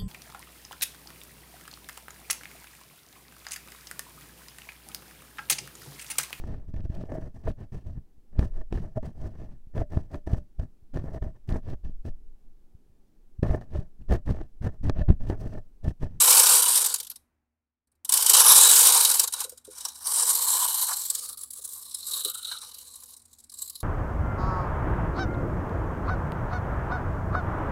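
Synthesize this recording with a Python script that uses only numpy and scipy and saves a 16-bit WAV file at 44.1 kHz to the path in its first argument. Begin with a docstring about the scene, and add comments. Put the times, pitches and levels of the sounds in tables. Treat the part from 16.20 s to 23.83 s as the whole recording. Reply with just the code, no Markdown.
"""Outdoors, close to a bird feeder, dry seed is poured in several goes into its plastic hopper.
Each seed lands with a short bright rattle of bounces that also rings the hopper's walls, a few deep
notes and a hollow note near 4 kHz. As the hopper fills, more seeds land on other seeds and rustle.
The hopper takes three soft knocks. A faint rumble and hum lie below; a noise gate, which turns
quiet stretches down, lets them sink in the pause between pours."""
import sys
import numpy as np
from scipy import signal
from scipy.fft import rfft, irfft
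from scipy.io import wavfile
from scipy.ndimage import uniform_filter1d

SR = 44100
rng = np.random.default_rng(int(sys.argv[2]) if len(sys.argv) > 2 else 0)


def digitize_waveform(pressure):
    """Quantize a signal to 16-bit integers and store it at the path in sys.argv[1].

    Rows of a 2-D input are taken as channels; values are limited to [-1, 1].
    """
    field = np.atleast_2d(pressure).T
    bounded = np.clip(field, -1, 1)
    quanta = np.round(bounded * 32767).astype(np.int16)
    wavfile.write(sys.argv[1], SR, quanta)


N = 336483


def from_db(db):
    return 10 ** (np.asarray(db) / 20)


def unit_level(x):
    return x / np.sqrt(np.mean(x ** 2) + 1e-20)


def at_hz(rows, hz):
    """Read a level between rows of (pitch, level)."""
    pitches, levels = np.transpose(rows)
    return np.interp(np.log(hz), np.log(pitches), levels)


def in_time(rows):
    """Join each column of a table by straight lines in time."""
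    seconds, *columns = np.transpose(rows)
    return [np.interp(np.arange(N) / SR, seconds, column) for column in columns]


def drift(turns_per_s):
    """A slow random wobble, about 1 in size."""
    points = rng.standard_normal(int(N / SR * 60) + 2)
    return np.interp(np.arange(N) / SR * turns_per_s, np.arange(len(points)), points)


def resonance(x, hz, width_hz):
    """Let through the sound near one pitch."""
    r = np.exp(-np.pi * width_hz / SR)
    feedback = [1, -2 * r * np.cos(2 * np.pi * hz / SR), r * r]
    return signal.lfilter(np.array([1, 0, -1]) * (1 - r * r) / 2, feedback, x)


def fade(power, fade_s):
    """Spread power out in time so that it falls by 60 dB in fade_s seconds."""
    r = from_db(-120 / (fade_s * SR))
    return signal.lfilter([1 - r], [1, -r], power)


def burst(power, fade_s, rise_s=0.021, tail_s=0.27, tail_db=-17):
    """Loudness after each landing: a rounded swell, a fast fall, a faint longer tail."""
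    swell = power + 1e-18
    for _ in range(3):
        swell = fade(swell, rise_s)
    return np.sqrt(fade(swell, fade_s) + from_db(2 * tail_db) * fade(swell, tail_s))


def landings(rows, early_s):
    """Turn rows of (seconds, dB) into spikes of power, early_s ahead to leave time for the swell."""
    seconds, level_db = np.transpose(rows)
    starts = np.maximum((seconds - early_s) * SR, 0).astype(int)
    power = np.zeros(N)
    power[starts] = from_db(2 * (level_db - 5)) * 0.0062 * SR
    return power


def uneven(power, spread_db, wobble_db):
    """Give each landing its own random strength, with a slow wobble on top."""
    luck = rng.standard_normal(N // 64 + 1).repeat(64)[:N]
    return power * from_db(2 * (spread_db * luck + wobble_db * drift(7)))


def ring(power, notes, fade_s, spread_db, wobble_db):
    """Bouncing seeds push each note of a body with bursts of noise."""
    out, total_power = 0, 0
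    for hz, width_hz, level_db in notes:
        push = rng.standard_normal(N) * burst(uneven(power, spread_db, wobble_db), fade_s)
        wide_hz = 1.95 * width_hz   # filtering twice narrows the note again
        out += from_db(level_db) * resonance(resonance(push, hz, wide_hz), hz, wide_hz)
        total_power += from_db(2 * level_db) * width_hz * 3.21 / SR
    return out / np.sqrt(total_power)


# The tone of the outdoor air. Each row: pitch in Hz, relative level in dB.
AIR_TONE = [(12, -40.5), (20, -9.5), (81, -6), (181, -15.5), (240, -12.5), (288, -13), (487, -21.5),
            (729, -20), (967, -21.5), (2500, -28), (3250, -38), (16000, -42.5)]
# Two hum tones. Each row: pitch in Hz, how far it wavers in Hz, average level in dB.
HUM_TONES = [(76.6, 4.5, -72.5), (238, 2.5, -78.5)]

def background(air_db=-72.5):
    """Distant outdoor rumble and a slightly wavering hum."""
    hz = np.maximum(np.arange(N // 2 + 1) * SR / N, 1)
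    spectrum = rfft(rng.standard_normal(N)) * from_db(at_hz(AIR_TONE, hz))
    out = from_db(air_db) * unit_level(irfft(spectrum, N))
    for tone_hz, waver_hz, level_db in HUM_TONES:
        phase = 2 * np.pi * np.cumsum(tone_hz + waver_hz * drift(16)) / SR
        out += np.sqrt(2) * from_db(level_db + 1.6 * drift(23)) * np.sin(phase)
    return out


# Hollow knocks on the hopper. Each row: time in seconds, level in dB.
KNOCK_HITS = [(3.478, -41), (6.054, -43), (6.079, -51)]
# The notes of a knock. Each row: pitch in Hz, relative level in dB, seconds to fade by 60 dB.
KNOCK_NOTES = [(337, -3.5, 0.12), (422, 5, 0.091), (509, 1, 0.14)]

def knocks(contact_s=0.0022):
    """Soft blows set the hopper's low notes ringing; a slow contact rounds the start."""
    out = np.zeros(N)
    touch = np.hanning(round(2 * contact_s * SR))
    for hz, level_db, fade_s in KNOCK_NOTES:
        step = 2 * np.pi * hz / SR
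        shake = touch * np.sin(step * np.arange(len(touch))) * 2 / touch.sum()
        push = np.zeros(N)
        for seconds, hit_db in KNOCK_HITS:
            start = round((seconds - contact_s / 2) * SR)
            push[start:start + len(touch)] += from_db(hit_db + level_db + rng.normal(0, 1.7)) * shake
        r = from_db(-60 / (fade_s * SR))
        out += signal.lfilter([0, np.sin(step)], [1, -2 * r * np.cos(step), r * r], push + 1e-18)
    return out


# The hopper's deep notes. Each row: pitch in Hz, width in Hz, relative level in dB.
DEEP_NOTES = [(410, 24, -3), (488, 41, 4.5), (551.3, 100, -7.5)]
# Soft scraping bumps. Each row: time in seconds, level in dB.
SOFT_BUMPS = [(3.245, -40), (3.27, -43), (3.32, -41.5), (5.39, -50)]

def deep_ring(power):
    """Seeds and a few bumps ring the hopper's deep notes."""
    bumps = landings(SOFT_BUMPS, early_s=0.004)
    return ring(power + bumps, DEEP_NOTES, fade_s=0.035, spread_db=2, wobble_db=-2.5)


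# The notes of the walls. Each row: pitch in Hz, width in Hz, relative level in dB.
WALL_NOTES = [(790, 130, -13), (875, 89, 0), (997, 210, 2), (1112, 200, -8), (1360, 55, -6.5),
              (1453, 99, 0.5), (1659, 150, -6.5), (2325, 130, -9)]
# Dull taps on the walls. Each row: time in seconds, level in dB.
DULL_TAPS = [(1.68, -73), (4.686, -29), (4.71, -29.5), (6.314, -43), (6.428, -50), (6.824, -53)]

def wall_ring(power):
    """Seeds and a few taps ring the plastic walls."""
    taps = landings(DULL_TAPS, early_s=0.0029)
    return ring(power + taps, WALL_NOTES, fade_s=0.063, spread_db=4.5, wobble_db=3.5)


# The hopper's high, hollow notes. Each row: pitch in Hz, width in Hz, relative level in dB.
HOLLOW_NOTES = [(3030, 170, -7.5), (3900, 170, -2), (4430, 650, -9), (5650, 580, -4), (6430, 79, -14.5)]

def hollow_ring(power):
    """Seeds ring the hopper with a hollow sound, strongest near 4 kHz."""
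    return ring(power, HOLLOW_NOTES, fade_s=0.041, spread_db=3.5, wobble_db=4.5)


# Two gliding notes. Each row: time in seconds, hollow note's pitch in Hz, wall note's pitch in Hz.
GLIDE_PITCHES = [(3.5, 3770, 1014), (3.94, 4160, 1065), (4.71, 4150, 983), (5.05, 4390, 1239),
                 (5.5, 4080, 1109), (6.0, 3974, 1141), (6.2, 3947, 1394), (6.77, 4084, 1044),
                 (7.63, 4045, 1120)]

def gliding_ring(wall_power, hollow_power):
    """A wall note and a hollow note wander as the scoop tilts and the heap of seed shifts."""
    hollow_hz, wall_hz = in_time(GLIDE_PITCHES)
    wall = gliding_note(wall_power, wall_hz, width_hz=200, fade_s=0.051)
    return wall + gliding_note(hollow_power, hollow_hz, width_hz=440, fade_s=0.031)


def gliding_note(power, hz, width_hz, fade_s):
    """Smoothed bursts of noise ride on a tone whose pitch moves."""
    push = rng.standard_normal((2, N)) * burst(uneven(power, spread_db=4.5, wobble_db=4.5), fade_s)
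    smooth = signal.sosfilt(signal.butter(2, width_hz / 2, fs=SR, output="sos"), push)
    phase = 2 * np.pi * np.cumsum(hz) / SR
    return (smooth[0] * np.cos(phase) + smooth[1] * np.sin(phase)) * np.sqrt(SR / width_hz)


# The tone of seed landing on bare plastic, and on other seed.
# Each row: pitch in Hz, relative level in dB.
ON_PLASTIC_TONE = [(880, -42), (1500, -19.5), (2120, -18.5), (3520, -8), (3840, -24), (4200, -5.5),
                   (6240, -8.5), (8570, 3), (13100, -6), (15100, -14), (16000, -35.5)]
ON_SEED_TONE = [(1500, -24.5), (2690, -32), (3000, -27), (3960, -7), (4590, -7), (6060, -13), (8320, 3),
                (10500, -1), (12900, -2.5), (16000, -20)]

def rattle(power, on_seed):
    """Husks and thin plastic: bands of noise flare with each landing; the highest die first."""
    edges = np.geomspace(1500, 16500, 19)
    centres = np.sqrt(edges[1:] * edges[:-1])
    plastic = from_db(at_hz(ON_PLASTIC_TONE, centres)) * np.sqrt(np.diff(edges))
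    seed = from_db(at_hz(ON_SEED_TONE, centres)) * np.sqrt(np.diff(edges))
    plastic, seed = plastic / np.linalg.norm(plastic), seed / np.linalg.norm(seed)
    noise = rng.standard_normal((2, N))
    out = 0
    for k, hz in enumerate(centres):
        band_filter = signal.butter(2, edges[k:k + 2], "band", fs=SR, output="sos")
        band = unit_level(signal.sosfilt(band_filter, noise[k % 2]))
        hits = uneven(power, spread_db=2.5, wobble_db=1.68 + 2.2 * on_seed)
        gain = plastic[k] ** (1 - on_seed) * seed[k] ** on_seed
        out += gain * band * burst(hits, fade_s=0.012 * (hz / 8000) ** -0.2)
    return out


# Single seeds and clumps that stand out. Each row: time of the peak in seconds, level in dB.
CLEAR_LANDINGS = [(0.507, -40), (0.528, -23), (0.561, -11.5), (0.579, -9), (0.665, -14), (0.745, -14),
                  (0.763, -23), (0.789, -31), (0.805, -21), (0.834, -31), (0.851, -35), (0.873, -32),
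                  (0.904, -29.5), (0.917, -32.5), (0.963, -37), (1.677, -60), (1.722, -60), (1.757, -63),
                  (1.853, -27.5), (1.897, -13.5), (1.927, -9), (1.943, -9.5), (1.977, -10.5),
                  (2.028, -11.5), (2.067, -8.5), (2.1, -3.5), (2.539, -15), (2.565, -9), (2.812, -11),
                  (2.837, -18), (2.853, -7), (2.878, -17), (2.904, -17), (2.92, -16.5), (2.945, -13),
                  (2.958, -15), (3.0, -7), (3.043, -15.5), (3.08, -18.5), (3.129, -21.5), (3.141, -18),
                  (3.208, -18.5), (3.245, -25), (3.299, -34), (3.323, -41), (3.38, -40), (3.453, -41.5),
                  (3.473, -47), (3.539, -50), (3.586, -35), (3.612, -30.5), (3.655, -22), (3.688, -29.5),
                  (3.76, -39), (3.873, -19.5), (4.857, -24), (4.905, -17), (4.954, -17.5), (4.995, -24),
                  (5.062, -30), (5.094, -25), (5.178, -30.5), (5.216, -33), (5.238, -28.5), (5.31, -32.5),
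                  (5.338, -33.5), (5.389, -38), (5.455, -30), (5.538, -31), (5.716, -37), (5.75, -24.5),
                  (5.917, -28), (6.052, -23), (6.549, -36.5), (6.589, -36.5), (6.616, -39), (6.683, -43),
                  (6.761, -36), (6.839, -36), (6.862, -43), (6.893, -40.5), (6.91, -44), (6.941, -39.5),
                  (6.97, -43), (7.0, -52), (7.023, -54), (7.059, -50), (7.135, -42), (7.19, -45),
                  (7.205, -45.5), (7.244, -43.5), (7.301, -39.5), (7.324, -37.5), (7.344, -37),
                  (7.392, -33.5), (7.424, -27.5), (7.481, -36), (7.502, -28), (7.559, -32), (7.607, -34.5)]

def single_seeds(stream_db, strays_per_s=45, follow=0.79):
    """The listed landings plus random strays, which grow less than the stream and drown in it."""
    seconds = np.sort(rng.uniform(0, N / SR, round(strays_per_s * N / SR)))
    seconds = seconds[pours_at(seconds) > 0]
    # Strays sit around -40.5 dB when the stream is at -45 dB.
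    stray_db = -40.5 + follow * (stream_db[(seconds * SR).astype(int)] + 45)
    stray_db += rng.normal(0, 4, len(seconds))
    return landings(CLEAR_LANDINGS, early_s=0.006) + landings(np.c_[seconds, stray_db], early_s=0)


# The strength of the stream, one list for each pour. Each row: time in seconds, level in dB.
POUR_LEVELS = [
    [(0.0, -17.5), (0.16, -15), (0.64, -23.5), (0.73, -34.5), (0.83, -70), (1.0, -101)],
    [(1.86, -68.5), (1.93, -25.5), (2.07, -28), (2.11, -15), (2.35, -14.5), (2.7, -17), (2.92, -25.5),
     (3.03, -25.5), (3.09, -59), (3.15, -37.5), (3.22, -33), (3.27, -60), (3.42, -70)],
    [(3.44, -67), (3.5, -53.5), (3.62, -48.5), (3.76, -52.5), (3.89, -31.5), (4.02, -24.5), (4.6, -26.5),
     (4.82, -35.5), (5.0, -37.5), (5.22, -48), (5.29, -60)],
    [(5.3, -51), (5.4, -41.5), (5.8, -48.5), (5.89, -35), (6.04, -36), (6.2, -48), (6.34, -44.5),
     (6.4, -47.5), (6.56, -53), (6.92, -55.5), (7.06, -74)],
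    [(7.07, -65.5), (7.3, -71), (7.41, -47.5), (7.63, -63.5)],
]

def pours_at(seconds):
    """1 during a pour, 0 between pours."""
    return sum((seconds >= pour[0][0]) & (seconds <= pour[-1][0]) for pour in POUR_LEVELS)


def seed_stream(stream_db):
    """The power of seeds landing at random moments; a louder stream is also a denser one."""
    seeds_per_s = np.maximum(480 * from_db(0.12 * (stream_db + 19)), 280)
    clumping = from_db(2 * drift(18) + 2 * drift(45))
    sizes = from_db(2.94 * np.minimum(rng.exponential(1, N), 4))
    lands = rng.random(N) < seeds_per_s / SR * clumping
    power_per_seed = from_db(2 * stream_db) * SR / seeds_per_s
    return lands * sizes / sizes.mean() * power_per_seed * pours_at(np.arange(N) / SR)


# How the sound changes as the hopper fills. Each row: time in seconds, share of seeds landing on seed
# (0 to 1), wall and hollow drive in dB against the rattle, deep drive in dB against the wall drive.
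HOPPER_FILL = [(0, 0.03, -17, -14, -9), (1.9, 0.16, -18.5, -14, -10), (3.0, 0.07, -17, -13, -8.5),
               (3.35, 0.11, -12.5, -15.5, -27), (3.65, 0.15, -13, -7.5, -13),
               (3.9, 0.52, -19.5, -15.5, -11.5), (4.7, 0.71, -18, -13.5, -23.5),
               (5.2, 0.9, -27.5, -19.5, -1), (5.9, 0.99, -22.5, -10, -11), (6.1, 1, -20, -1.5, -13),
               (6.34, 0.75, -12, 0, -13), (6.6, 0.35, -24.5, -11.5, -3.5), (7.1, 0.87, -22, -11, -6),
               (7.45, 1, -30.5, -12, 0)]

def scene(low_cut_hz=290):
    """The stream and the single seeds feed the rattle and the ringing, over knocks and background."""
    stream_db, = in_time(np.concatenate(POUR_LEVELS))
    on_seed, wall_db, hollow_db, deep_db = in_time(HOPPER_FILL)
    stream = seed_stream(stream_db)
    singles = single_seeds(stream_db)
    # These are powers, so dB values are doubled in from_db.
    wall_power = stream * from_db(2 * wall_db)
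    wall_power += singles * from_db(2 * np.minimum(wall_db - 7.5, -24))   # too light to boom
    hollow_power = (stream + from_db(2 * -1.5) * singles) * from_db(2 * hollow_db)
    seeds = rattle(stream + singles, on_seed)
    # The more seeds land on seed, the more the gliding notes replace the steady ones.
    seeds += wall_ring(wall_power * (1 - 0.86 * on_seed))
    seeds += deep_ring(wall_power * from_db(2 * deep_db))
    seeds += hollow_ring(hollow_power * (1 - 0.81 * on_seed))
    seeds += gliding_ring(wall_power * on_seed * 0.83, hollow_power * on_seed * 0.77)
    # Cut the low bass from the seed sounds so they stay light, without thuds.
    seeds = signal.sosfilt(signal.butter(4, low_cut_hz, "high", fs=SR, output="sos"), seeds)
    return (seeds + knocks() + background())[None]


def noise_gate(x, open_db=-62, slope=2.9, depth_db=-24, close_db_per_s=42):
    """Listens above 1 kHz; opens at once when there is sound and closes slowly in the quiet."""
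    heard = signal.sosfilt(signal.butter(2, 1000, "high", fs=SR, output="sos"), x)
    level_db = 10 * np.log10(np.abs(uniform_filter1d(heard ** 2, size=441)) + 1e-14)
    wanted_db = np.clip(slope * (level_db - open_db), depth_db, 0)
    ramp = close_db_per_s * np.arange(N) / SR
    return x * from_db(np.maximum.accumulate(wanted_db + ramp) - ramp)


def record(dry, ceiling=0.88, top_hz=15800):
    """Turn the quiet stretches down, round off the loudest peaks and cut the highest treble."""
    gated = noise_gate(dry[0])
    rounded = gated / (1 + (gated / ceiling) ** 6) ** (1 / 6)
    return signal.sosfilt(signal.ellip(12, 0.5, 75, top_hz, fs=SR, output="sos"), rounded)[None]


dry = scene()
out = record(dry)
digitize_waveform(out)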